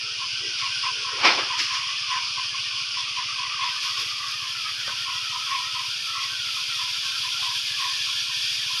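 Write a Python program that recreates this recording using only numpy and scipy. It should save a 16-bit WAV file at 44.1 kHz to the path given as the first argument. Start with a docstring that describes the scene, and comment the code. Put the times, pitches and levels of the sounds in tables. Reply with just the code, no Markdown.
"""A nozzle hisses as a worker sprays the slatted floor of a long poultry house.
The turbulent jet gives broadband noise, which brightens as the microphone turns slowly away.
A hollow tone, noise in a narrow resonance, swoops with each swing of the wand. Drops briefly blast
a tarpaulin wall and splash on the slats, and a loose slat clacks.
Behind it all lie the rapid, low thudding of a distant pump and the faint rush of the air."""
import sys
import numpy as np
from scipy import signal
from scipy.fft import rfft, irfft, next_fast_len
from scipy.io import wavfile
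from scipy.ndimage import uniform_filter1d, map_coordinates

SR = 44100
rng = np.random.default_rng(int(sys.argv[2]) if len(sys.argv) > 2 else 0)


def store_wav(level_fs):
    """Save 16-bit WAV to argv[1]."""
    pcm = np.round(np.clip(np.atleast_2d(level_fs), -1, 1) * 32767)
    wavfile.write(sys.argv[1], SR, pcm.T.astype(np.int16))


N = 388080
T = np.arange(N) / SR

# Strength of the jet. Each row: time in seconds, hiss level in dB.
JET_LEVEL = [(0, -31), (.7, -28.5), (1.15, -29.5), (1.6, -29), (2.95, -29), (3.5, -31), (3.9, -28.5),
             (4.25, -31), (4.8, -30.2), (6.1, -30), (7.4, -28), (8.8, -27.5)]
# The microphone's turn. Each row: time in seconds, share of the turn from 0 to 1.
MIC_TURN = [(0, 0), (3.6, .03), (3.95, 0.48), (5.5, 0.55), (7.2, 1)]
# One swoop per swing. Each row: peak time in seconds, relative level in dB, pitch in Hz,
# nominal length in seconds.
WAND_SWOOPS = [(.209, -37.5, 1055, .046), (0.64, -34.5, 1053, 0.055), (.856, -28, 1044, 0.042),
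               (1.075, -37, 1052, 0.12), (1.516, -33, 1017, 0.074), (1.722, -34.5, 1068, .12),
               (1.887, -40.5, 1150, .08), (2.13, -30.5, 1037, .1), (2.384, -33, 1055, 0.039),
               (2.548, -38.5, 1110, 0.053), (2.738, -42, 1114, .08), (2.979, -36.5, 1044, 0.048),
               (3.183, -31.5, 1038, .044), (3.397, -36, 1060, .1), (3.618, -28.5, 1058, 0.071),
               (3.858, -39.5, 1055, .064), (3.979, -38, 1120, 0.064), (4.208, -37, 1170, .11),
               (4.432, -41.5, 1099, .09), (4.666, -38, 1241, .076), (4.895, -41, 1041, .054),
               (5.09, -36.5, 1067, 0.082), (5.34, -34, 1028, 0.045), (5.524, -29.5, 1056, 0.089),
               (5.77, -36, 1031, 0.079), (6.177, -37, 1114, .15), (6.574, -42, 1096, 0.045),
               (6.806, -38, 1044, 0.07), (7.05, -45, 1080, 0.082), (7.241, -42, 1038, .086),
               (7.454, -35, 1045, .08), (7.819, -33.5, 1074, 0.088), (8.09, -43, 1070, 0.065),
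               (8.287, -46, 1060, .066), (8.72, -43.5, 1044, .12)]
# The gurgle above the swoops. Each row: time in seconds, relative level in dB, pitch in Hz.
GURGLE_TRACK = [(0, -49, 1484), (1, -40.5, 1450), (1.7, -42, 1200), (2.8, -48, 1170), (3.4, -38, 1191),
                (4.25, -43, 1210), (4.75, -41, 1432), (5.4, -40.5, 1307), (6.4, -39.5, 1370),
                (7.4, -41.5, 1390), (7.75, -43.5, 1722), (8.8, -45, 1700)]
# The jet slaps the tarpaulin. Each row: peak time in seconds, level in dB, rise in seconds,
# 60 dB decay time in seconds, drumming in dB relative to the spatter.
TARP_BLASTS = [(1.215, -29, 0.024, 0.48, -14), (1.256, -13.7, .011, 0.49, -14),
               (1.395, -31.5, 0.012, 0.21, -6)]
# Soft low rumbles, and one brief low edge under a swoop. Each row: peak time in seconds, level in dB,
# pitch in Hz, nominal length in seconds.
SOFT_HOLLOW_TONES = [(.11, -57, 417, .09), (0.467, -44.5, 385, .045), (0.998, -52, 440, .12),
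                     (1.16, -44, 455, 0.044), (1.615, -49, 340, .04), (4.015, -52, 424, .05),
                     (7.43, -50, 803, .04)]
# Impacts on the bamboo floor. Each row: peak time in seconds, level in dB.
SLAT_SPLASHES = [(.6, -33), (1.603, -23.5), (1.75, -31.5), (3.845, -32.5), (4.005, -32.5), (4.29, -35)]
SLAT_KNOCKS = [(4.879, -32), (4.896, -39)]
# Peaks and notches of the microphone port. Each row: centre in Hz, width in Hz, gain in dB.
PORT_BANDS = [(548, 38, 4), (2296, 190, 3.5), (3525, 210, 2.5), (4090, 200, -0.5), (6150, 89, -2),
              (7190, 100, -5.5)]

# Spectra of the sources. Each row: frequency in Hz, relative spectral density in dB.
HISS_FACING = [(700, -39), (1100, -13.5), (1500, -15), (1950, -18.5), (2400, -1), (2950, 2.5), (3900, -8),
               (4600, -1.5), (5150, 2), (5750, -4), (7350, -28.5), (8800, -25.5), (10400, -22.5),
               (11500, -60)]  # the jet before the turn
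HISS_TURNED = [(700, -50), (1100, -18.5), (1700, -14.5), (2000, -18.5), (2400, -3.5), (3200, .6),
               (4100, -6.2), (4750, -0.4), (5500, -2), (6400, -13), (7500, -23.5), (9900, -23),
               (11500, -26), (13500, -61)]  # the jet after the turn
FINE_MIST = [(6000, -40), (9000, 4.5), (11800, 2), (13500, -7.5), (15500, -14)]
SWOOP_SPATTER = [(1000, -5), (1400, -6.5), (1650, -6.5), (2100, -4), (3200, -6), (6000, -30)]
TARP_SPATTER = [(300, -17), (600, -21), (820, -4.5), (1080, 1), (1500, -3.5), (1800, -6.5), (2900, -1.5),
                (3800, -9), (5300, -3), (6200, -20), (7300, -34), (10000, -39), (12000, -70)]
TARP_DRUM = [(100, -42), (190, -9.5), (300, 2), (520, 0), (800, 2.5), (1300, -18), (3000, -57)]
SPLASH_SPECTRUM = [(1200, -6), (2800, -3.5), (3900, -4), (5200, 3.5), (6500, -10.5), (8000, -25),
                   (11000, -29)]
BAMBOO_FLOOR = [(45, -11), (75, -6), (160, -13), (280, -14), (400, -17), (560, -5), (720, -15), (1150, -1),
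                (1700, 0), (3000, -20), (7000, -40)]
PUMP_THUD = [(35, -40), (55, -32), (68, -8.5), (85, -13), (110, 4), (128, -2), (150, -2.5), (170, -22),
             (280, -20.5), (450, -21), (900, -74)]
HOUSE_AIR = [(20, -15), (45, -7), (70, 4.5), (130, 6.5), (200, 1.5), (300, 1.5), (420, -2.5), (540, -1.5),
             (700, -1), (1000, 2.5), (2000, -1.5), (8000, -32), (15000, -22)]


def nozzle():
    """Turbulence radiates broadband hiss; directivity changes its colour as the microphone turns."""
    surge_db = 1.2  # range of the surges that come with the swoops
    jet_db, = curves(JET_LEVEL)
    hiss = turning(patchy(HISS_FACING, depth_db=1), patchy(HISS_TURNED, depth_db=.58))
    surge = sum(amp(db) * swell(s, rise=.02, t60=.6) for s, db, _, _ in WAND_SWOOPS)
    flow_db = surge_db * (surge - surge.mean()) / surge.max() + .16 * wobble(6) + .49 * wobble(30)
    mist = turned_gain(facing_db=-50, turned_db=-23.5) * amp(1.2 * wobble(18)) * rush(FINE_MIST)
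    return amp(jet_db + flow_db) * (hiss + mist)


def swoops():
    """Narrow resonances swoop as the wand swings; their envelope modulates a broader spatter."""
    low_cut_hz = 843
    tone = resonant_bursts(WAND_SWOOPS, width_hz=70, fall=.05, bend=.03, stretch=.66, skew=1.6)
    tone += lead_ins()
    chatter = warbles(count=150)
    envelope = np.sqrt(np.abs(uniform_filter1d(tone ** 2, size=1500)))
    spatter = envelope * patchy(SWOOP_SPATTER, depth_db=3.5)
    spray = amp(.7) * tone + chatter + gurgle() + amp(-4) * spatter
    return filtered(spray, lambda hz: 1 / np.sqrt(1 + (low_cut_hz / (hz + 1)) ** 20))


def lead_ins():
    """A resonance at the gurgle's pitch flares just before each swoop, partly following its level."""
    lead_s, length_s = .092, .06
    swoop_s, swoop_db = np.transpose(WAND_SWOOPS)[:2]
    peak_s = swoop_s - lead_s
    gurgle_db, hz = curves(GURGLE_TRACK, at=peak_s)
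    level_db = gurgle_db + 1.2 + .2 * (swoop_db - swoop_db.mean())
    rows = np.transpose([peak_s, level_db, hz, np.full(len(hz), length_s)])
    return resonant_bursts(rows, width_hz=60, fall=.01032, bend=-.04, stretch=.65, skew=1.08)


def warbles(count):
    """Weaker, higher resonances sound at random, one in each equal slot of time."""
    when, size, height, length = rng.random((count, 4)).T
    peak_s = (np.arange(count) + when) / count * N / SR
    level_db = -48 + 6 * size - 3 * height
    hz = 1340 + 850 * height ** 1.2
    rows = np.transpose([peak_s, level_db, hz, .0308 + .0331 * length])
    return resonant_bursts(rows, width_hz=51, fall=.00484, bend=-.03, stretch=.862, skew=1.23)


def gurgle():
    """Frequency modulation of narrowband noise: the pitch arches up from one swoop to the next."""
    arch_share, width_hz = .13, 75
    level_db, centre_hz = curves(GURGLE_TRACK)
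    marks = [0, *np.transpose(WAND_SWOOPS)[0], N / SR]
    swing = np.interp(T, marks, np.arange(len(marks)))
    pitch = centre_hz * (1 + arch_share * (np.sin(np.pi * swing) ** 2 - .5) + .03 * wobble(12))
    low_pass = lambda hz: 1 / (1 + (hz / width_hz) ** 4)
    real, imag = (filtered(rng.standard_normal(N), low_pass) for _ in range(2))
    tone = unit(on_carrier(real + 1j * imag, pitch))
    return amp(level_db - 7.5 + 3.5 * wobble(18)) * tone


def tarpaulin():
    """Drop impacts drive the sheet as a membrane: it rattles and drums."""
    spatter = unit(patchy(TARP_SPATTER, depth_db=1.5) * amp(.56 * wobble(260)))
    drum = rush(TARP_DRUM)
    return sum(amp(db) * swell(s, rise, t60) * (spatter + amp(drum_db) * drum)
               for s, db, rise, t60, drum_db in TARP_BLASTS)


def soft_hollow_tones():
    """Narrowband noise gives soft low rumbles, and one brief low edge under a swoop."""
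    return resonant_bursts(SOFT_HOLLOW_TONES, width_hz=86, fall=.0185, bend=0, stretch=.99, skew=1)


def splashes():
    """Impact noise flares as the jet breaks up on the slats; more fizz is heard after the turn."""
    splash = rush(SPLASH_SPECTRUM)
    fizz = unit(rush(FINE_MIST) * amp(3 * wobble(270)))
    envelope = sum(amp(db) * swell(s, rise=.016, t60=.45) for s, db in SLAT_SPLASHES)
    return envelope * (splash + turned_gain(facing_db=-42, turned_db=-15) * fizz)


def knocks():
    """Damped vibration: a loose slat's clack dies quickly, the floor's shudder more slowly."""
    clack = sum(amp(db) * swell(s, rise=.0004, t60=.012) for s, db in SLAT_KNOCKS)
    shudder = sum(amp(db) * swell(s, rise=.001, t60=.14) for s, db in SLAT_KNOCKS)
    return (clack + amp(-3.5) * shudder) * rush(BAMBOO_FLOOR)


def pump():
    """The strokes form a nearly periodic impulse train; only its low frequencies carry this far."""
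    first_s, strokes_per_s, jitter_s, scatter_db = .046, 13.69, .00021, 1.9
    times = np.arange(first_s, N / SR - .01, 1 / strokes_per_s)
    timing, strength = rng.standard_normal((len(times), 2)).T
    samples = np.clip(np.round((times + jitter_s * timing) * SR).astype(int), 0, N - 1)
    strokes = np.bincount(samples, amp(scatter_db * strength), N)
    return amp(-57.5) * coloured(strokes, PUMP_THUD)


def air():
    """Stationary noise: the still air of the house sets a faint floor."""
    return amp(-56) * rush(HOUSE_AIR)


def house(x, t60, wet_db):
    """Reverberation: reflections from posts, floor and roof add an exponentially decaying tail."""
    t = np.arange(SR // 2) / SR
    tail = rng.standard_normal(len(t)) * np.exp(-np.log(1000) * t / t60)
    echo = signal.fftconvolve(x, tail / np.linalg.norm(tail))[:N]
    return (x + amp(wet_db) * echo) / np.hypot(1, amp(wet_db))


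def resonant_bursts(rows, width_hz, fall, bend, stretch, skew):
    """Noise bursts in a gliding resonance: the narrower the band, the slower the flutter."""
    out = np.zeros(N + SR)
    t = np.arange(-SR // 4, SR // 4) / SR  # time around the burst's peak
    offset_hz = np.fft.fftfreq(len(t), 1 / SR)
    for s, db, hz, length in rows:
        u = t / (length * stretch)
        envelope = 1 / np.cosh(2 * u * skew ** -np.sign(u))  # skew above 1: fast rise, slow fade
        white = rng.standard_normal(len(t)) + 1j * rng.standard_normal(len(t))
        flutter = np.fft.ifft(np.fft.fft(white) / (1 + (offset_hz / width_hz) ** 4))
        pitch = hz * (1 - fall * np.tanh(u) + bend * np.tanh(u) ** 2)
        burst = envelope * on_carrier(flutter, pitch)
        start = round(s * SR) + SR // 4
        out[start:start + len(t)] += amp(db) * burst * np.linalg.norm(envelope) / np.linalg.norm(burst)
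    return out[SR // 2:][:N]


def on_carrier(flutter, hz):
    """Modulation shifts a slow complex flutter up to a band around hz."""
    return np.real(flutter * np.exp(2j * np.pi * np.cumsum(hz) / SR))


def turning(facing, turned):
    """An equal-power cross-fade follows the microphone's turn."""
    turn = np.clip(curves(MIC_TURN)[0], 0, 1)
    return np.sqrt(1 - turn) * facing + np.sqrt(turn) * turned


def turned_gain(facing_db, turned_db):
    """Powers add to give a gain that moves between two levels with the turn."""
    return np.hypot(turning(amp(facing_db), 0), turning(0, amp(turned_db)))


def swell(s, rise, t60):
    """A Gaussian rise to time s, then exponential decay by 60 dB in t60 seconds."""
    t = T - s
    return np.exp(-.5 * (np.minimum(t, 0) / rise) ** 2 - np.log(1000) * np.maximum(t, 0) / t60)


def patchy(spectrum, depth_db):
    """Random amplitude modulation makes each band of a coloured noise swell and sink on its own."""
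    bands = signal.stft(rng.standard_normal(N), nperseg=512)[2]
    field = uniform_filter1d(rng.standard_normal(bands.shape), size=6, axis=0)  # smooth in frequency
    field = uniform_filter1d(field, size=12, axis=1)  # and in time
    noise = signal.istft(bands * amp(depth_db * unit(field)), nperseg=512)[1][:N]
    return coloured(noise, spectrum)


def rush(spectrum):
    """Filtering white noise gives coloured noise, at rms 1."""
    return coloured(rng.standard_normal(N), spectrum)


def coloured(x, spectrum):
    """Spectral shaping of x, interpolated in log frequency, at rms 1."""
    points_hz, db = np.transpose(spectrum)
    edges = np.log([points_hz[0] / 2, *points_hz, points_hz[-1] * 2])
    levels = [-120, *db, -120]
    return unit(filtered(x, lambda hz: amp(np.interp(np.log(hz + 1), edges, levels))))


def filtered(x, response):
    """Linear filtering multiplies the spectrum by a frequency response."""
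    size = next_fast_len(N + 8192)
    return irfft(rfft(x, size) * response(np.fft.rfftfreq(size, 1 / SR)), size)[:N]


def wobble(rate):
    """Spline interpolation through random knots, rate of them a second."""
    return map_coordinates(rng.standard_normal(int(N * rate / SR) + 4), [T * rate])


def curves(rows, at=T):
    """Linear interpolation of each column after the time."""
    times, *columns = np.transpose(rows)
    return [np.interp(at, times, column) for column in columns]


def unit(x):
    """Normalisation to rms 1."""
    return x / np.sqrt(np.mean(np.abs(x) ** 2) + 1e-20)


def amp(db):
    """Decibels to amplitude ratio."""
    return 10 ** (np.asarray(db) / 20)


def scene():
    """Superposition: the pressures of all sources add, the same in both channels."""
    hiss = house(nozzle(), t60=.035, wet_db=-11)
    tones = house(swoops(), t60=.25, wet_db=-9)
    mono = hiss + tones + tarpaulin() + soft_hollow_tones() + splashes() + knocks() + pump() + air()
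    return np.array([mono, mono])


def record(dry):
    """The microphone's frequency response: narrow peaks and notches of its port, and a band limit."""
    top_hz = 15450

    def response(hz):
        port_db = sum(db * np.exp(-((hz - centre) / width) ** 2) for centre, width, db in PORT_BANDS)
        return amp(port_db) * (hz < top_hz)

    return np.array([filtered(channel, response) for channel in dry])


dry = scene()
out = record(dry)
store_wav(out)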